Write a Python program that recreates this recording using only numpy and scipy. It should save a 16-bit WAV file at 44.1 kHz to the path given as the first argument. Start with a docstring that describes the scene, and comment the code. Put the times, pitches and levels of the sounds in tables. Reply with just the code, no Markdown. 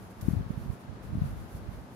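"""A fine, high rustle and a duller rasp: a comb and a hand drawn through long hair, close up.
The teeth tick as they enter, then drag through while strand slides on strand.
Moving air, probably from a fan, buffets each of the two microphone ports with low rumble and soft thumps.
Under it lies the steady wash of a quiet room."""
import sys
import numpy as np
from scipy import signal
from scipy.fft import rfft, irfft
from scipy.io import wavfile

SR = 44100
rng = np.random.default_rng(int(sys.argv[2]) if len(sys.argv) > 2 else 0)


def wav_out(sig):
    """Save sig, one row per channel (or a flat mono array), as 16-bit PCM at SR to the path in sys.argv[1]."""
    wavfile.write(sys.argv[1], SR, np.round(np.clip(np.atleast_2d(sig).T, -1, 1) * 32767).astype(np.int16))


N = 85995
TIME_S = np.arange(N) / SR
FREQ_HZ = np.maximum(np.arange(N // 2 + 1) * SR / N, 1)

# Table levels are relative; pan_db is left minus right.
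# strand-on-strand friction over the strokes: time_s, level_db
RUSTLE_LEVEL = [(0, -68.5), (.06, -66.5), (.095, -73), (.112, -64), (.135, -75), (.203, -70), (.218, -60),
                (.25, -62), (.315, -60), (.355, -68), (.47, -78), (.51, -68), (.555, -74), (.585, -68),
                (.645, -67.5), (.70, -71.5), (.73, -63), (.785, -77), (.805, -66.5), (.87, -79),
                (1.015, -82), (1.034, -64.5), (1.12, -75), (1.22, -69), (1.27, -62), (1.35, -70),
                (1.41, -65.5), (1.47, -71), (1.52, -65.5), (1.575, -61), (1.597, -70.5), (1.69, -76),
                (1.73, -67), (1.89, -76), (1.95, -68)]
# sliding strands: freq_hz, density_db
RUSTLE_SPECTRUM = [(1500, 0.5), (3000, -7), (5000, -6.5), (7000, -4.5), (9500, -2), (11500, -1),
                   (14300, -4), (15200, -17)]
# rustle position between the ports: time_s, pan_db
RUSTLE_PAN = [(0, -1.5), (.5, -2), (.6, -7), (.655, -5), (.7, 1), (1.05, -1), (1.3, -1.5), (1.88, -2.5),
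              (1.95, -7)]
# pull of the teeth through the hair: time_s, level_db
COMB_PULL = [(0, -72), (.17, -77), (.215, -59), (.32, -54), (.4, -56.5), (.48, -58), (.72, -60), (.82, -63),
             (1.0, -60), (1.17, -58), (1.245, -53), (1.33, -58.5), (1.5, -60), (1.62, -60.5), (1.75, -57),
             (1.83, -83), (1.95, -68)]
# scraping teeth: freq_hz, density_db
SCRAPE_SPECTRUM = [(60, -24), (250, -25), (450, 6.5), (800, 1.5), (1400, 1), (2000, -6.5), (3000, -13),
                   (4500, -15), (7000, -28), (12000, -25)]
# teeth catching on entry: start_s, level_db
TICKS = [(0.2113, -43), (0.2157, -42)]
# tooth tick: freq_hz, density_db
TICK_SPECTRUM = [(300, -30), (1500, -4), (3000, -5), (5000, -2), (7500, 2.5), (11000, 1), (14300, 1),
                 (15500, -9)]
# single eddies hitting a port: centre_s, level_db, half_width_s, pan_db
EDDIES = [(0.2309, -23.5, 0.0018, 10), (0.262, -26.5, 0.002, -17), (0.286, -8, .0013, 43),
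          (0.3102, -18.5, 0.0019, 27), (.3362, -13, 0.0017, 34), (0.3729, -16, .0029, 25),
          (0.412, -20, .0018, 9), (0.4674, -27.5, 0.0017, 17), (0.5069, -16.5, 0.0015, -37),
          (0.5793, -19.5, 0.0019, -19), (.6620, -26, 0.0014, -16), (0.7026, -18, 0.002, -29),
          (0.7361, -34, 0.002, -15), (.8940, -34, 0.0023, -14), (.9280, -34, 0.0017, -14),
          (0.949, -37, 0.0024, -12), (1.074, -31, 0.0039, -10), (1.1339, -21.5, 0.002, -16),
          (1.156, -18.5, 0.0015, 25), (1.1740, -20.5, 0.0014, 21), (1.1855, -18, .0026, -24),
          (1.2213, -12.5, 0.0019, 31), (1.2412, -23.5, 0.0021, 10), (1.255, -25.5, .0018, -28),
          (1.2626, -22.5, 0.0022, -10), (1.3353, -30, 0.0019, -17), (1.5514, -25.5, 0.0022, -1),
          (1.6919, -24, 0.0027, -25)]
# draught at the left port: time_s, level_db
DRAUGHT_LEFT = [(0, -43.5), (.06, -55), (.16, -67), (.25, -38), (.35, -29), (.46, -36), (.53, -48),
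                (.59, -42.5), (.7, -43), (.83, -75), (.98, -55), (1.03, -39), (1.19, -37), (1.44, -37),
                (1.5, -51), (1.55, -39), (1.68, -49.5), (1.76, -40), (1.87, -52), (1.95, -60)]
# draught at the right port: time_s, level_db
DRAUGHT_RIGHT = [(0, -40), (.07, -49.5), (.15, -56), (.195, -40), (.41, -33), (.46, -49), (.52, -40),
                 (.73, -33.5), (.79, -52.5), (.86, -48), (.89, -38), (.96, -40), (1.02, -58), (1.12, -29),
                 (1.26, -34.5), (1.42, -41.5), (1.48, -53.5), (1.55, -40.5), (1.82, -42), (1.87, -58),
                 (1.95, -53)]
# turbulent air: freq_hz, density_db
TURBULENCE_SPECTRUM = [(20, -19), (38, -4), (52, 3), (80, -7.5), (115, -1), (180, -10.5), (250, -13.5),
                       (350, -22), (600, -40.5), (4000, -110)]
# room noise: freq_hz, density_db
ROOM_SPECTRUM = [(30, -16), (58, -6), (80, -3.5), (105, 3.5), (150, -4), (200, 2), (290, -5), (370, -5),
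                 (460, -9.5), (620, -9.5), (900, -11), (1400, -16), (2000, -22.5), (3000, -27.5),
                 (5000, -32), (7000, -34.5), (10000, -37.5), (14300, -51), (15500, -63)]
# left-right likeness of the room noise: freq_hz, correlation
ROOM_CORRELATION = [(60, 1), (200, 1), (480, .78), (950, 0.17), (1900, 0.12), (3800, 0)]
# treble notch of each port, left then right: centre_hz, width_hz, gain_db
PORT_NOTCHES = [(8520, 520, -4.5), (7770, 780, -5.5)]


def hair_rustle(gain_db=5):
    """Strands slide over each other in a fine hiss that follows the strokes."""
    sides = from_db(over_time(RUSTLE_PAN) * [[1], [-1]] / 2)
    envelope = from_db(gain_db + over_time(RUSTLE_LEVEL))
    return sides * envelope * coloured(friction(slips_per_s=3500), RUSTLE_SPECTRUM)


def comb_scrape(gain_db=1.5):
    """Teeth drag through the hair with a duller rasp that grows with the pull."""
    envelope = from_db(gain_db + over_time(COMB_PULL))
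    rasp = coloured(friction(slips_per_s=2500), SCRAPE_SPECTRUM)
    return np.sqrt(2) * pan(pan_db=2) * envelope * rasp


def friction(slips_per_s, spread_db=3.0, slip_share=0.49):
    """Tiny random slips on a bed of smooth hiss, independent per channel."""
    slips = (rng.random((2, N)) < slips_per_s / SR) * rng.choice([-1, 1], (2, N))
    strength = from_db(spread_db * np.minimum(rng.exponential(1, (2, N)), 4))
    return np.sqrt(slip_share) * unit_rms(slips * strength) + np.sqrt(1 - slip_share) * white_noise()


def comb_ticks(attack_s=0.00048, decay_s=0.0016):
    """A tooth catches and lets go: a crackle of a few milliseconds."""
    envelope = np.zeros(N)
    for start_s, level_db in TICKS:
        age_s = np.maximum(TIME_S - start_s, 0)
        envelope += from_db(level_db) * (1 - np.exp(-age_s / attack_s)) * np.exp(-age_s / decay_s)
    return 2 * pan(pan_db=-4) * envelope * coloured(white_noise(), TICK_SPECTRUM)


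def eddies(lean=0.31):
    """Each eddy is a core of suction between two rims of pressure: a soft thump on a port."""
    thumps = np.zeros((2, N))
    for centre_s, level_db, half_width_s, pan_db in EDDIES:
        offset = np.clip((TIME_S - centre_s) / half_width_s, -10, 10)
        pressure = (offset ** 2 - lean * offset - 1) * np.exp(-offset ** 2 / 2)   # leading rim stronger
        thumps += pan(pan_db) * from_db(level_db) * pressure
    return thumps


def draught(gain_db=-1, lump_corner_hz=33, lump_spread_db=2):
    """Moving air makes lumpy, low turbulence, independent at each port."""
    level_db = np.array([over_time(DRAUGHT_LEFT), over_time(DRAUGHT_RIGHT)])
    drift = unit_rms(irfft(rfft(white_noise()) / (1 + (FREQ_HZ / lump_corner_hz) ** 2), N))
    lumps = unit_rms(from_db(lump_spread_db * drift))
    return from_db(gain_db + level_db) * lumps * coloured(white_noise(), TURBULENCE_SPECTRUM)


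def room_noise(level_db=-48):
    """A steady wash, alike on both sides in the bass, diffuse in the treble."""
    mid, side = rfft(white_noise())
    correlation = over_freq(ROOM_CORRELATION)
    wash = irfft(np.sqrt(1 + correlation) * mid + np.sqrt(1 - correlation) * side * [[1], [-1]], N)
    return np.sqrt(2) * pan(pan_db=1.36) * from_db(level_db) * coloured(wash, ROOM_SPECTRUM)


def from_db(db):
    """Decibels to gain."""
    return 10 ** (np.asarray(db) / 20)


def unit_rms(x):
    """Scale to an RMS of 1."""
    return x / np.sqrt(np.mean(x ** 2) + 1e-20)


def white_noise():
    """Two independent Gaussian channels."""
    return rng.standard_normal((2, N))


def over_time(table):
    """Interpolate a table at every sample."""
    return np.interp(TIME_S, *np.transpose(table))


def over_freq(table):
    """Interpolate a table at every bin, in log frequency."""
    freq_hz, value = np.transpose(table)
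    return np.interp(np.log(FREQ_HZ), np.log(freq_hz), value)


def coloured(noise, spectrum):
    """Shape noise to a spectrum, at unit RMS."""
    return unit_rms(irfft(rfft(noise) * from_db(over_freq(spectrum)), N))


def pan(pan_db):
    """Left and right gains of unit total power."""
    gains = from_db(np.array([[pan_db], [-pan_db]]) / 2)
    return gains / np.linalg.norm(gains)


def scene():
    """Hair and comb, moving air, room."""
    return hair_rustle() + comb_scrape() + comb_ticks() + eddies() + draught() + room_noise()


def record(dry):
    """The ports colour the treble; the deepest bass and the top are cut."""
    left_shelf_hz, left_shelf_db = 11400, -2.5
    low_cut_hz, high_cut_hz = 45.4, 15700
    port_db = np.array([gain_db * np.exp(-((FREQ_HZ - centre_hz) / width_hz) ** 2 / 2)
                        for centre_hz, width_hz, gain_db in PORT_NOTCHES])
    port_db[0] += left_shelf_db / (1 + (left_shelf_hz / FREQ_HZ) ** 20)
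    low_cut = 1 / np.sqrt(1 + (low_cut_hz / FREQ_HZ) ** 10)
    shaped = irfft(rfft(dry) * from_db(port_db) * low_cut, N)
    high_cut = signal.ellip(10, .1, 80, high_cut_hz, fs=SR, output="sos")
    return signal.sosfilt(high_cut, shaped)


dry = scene()
out = record(dry)
wav_out(out)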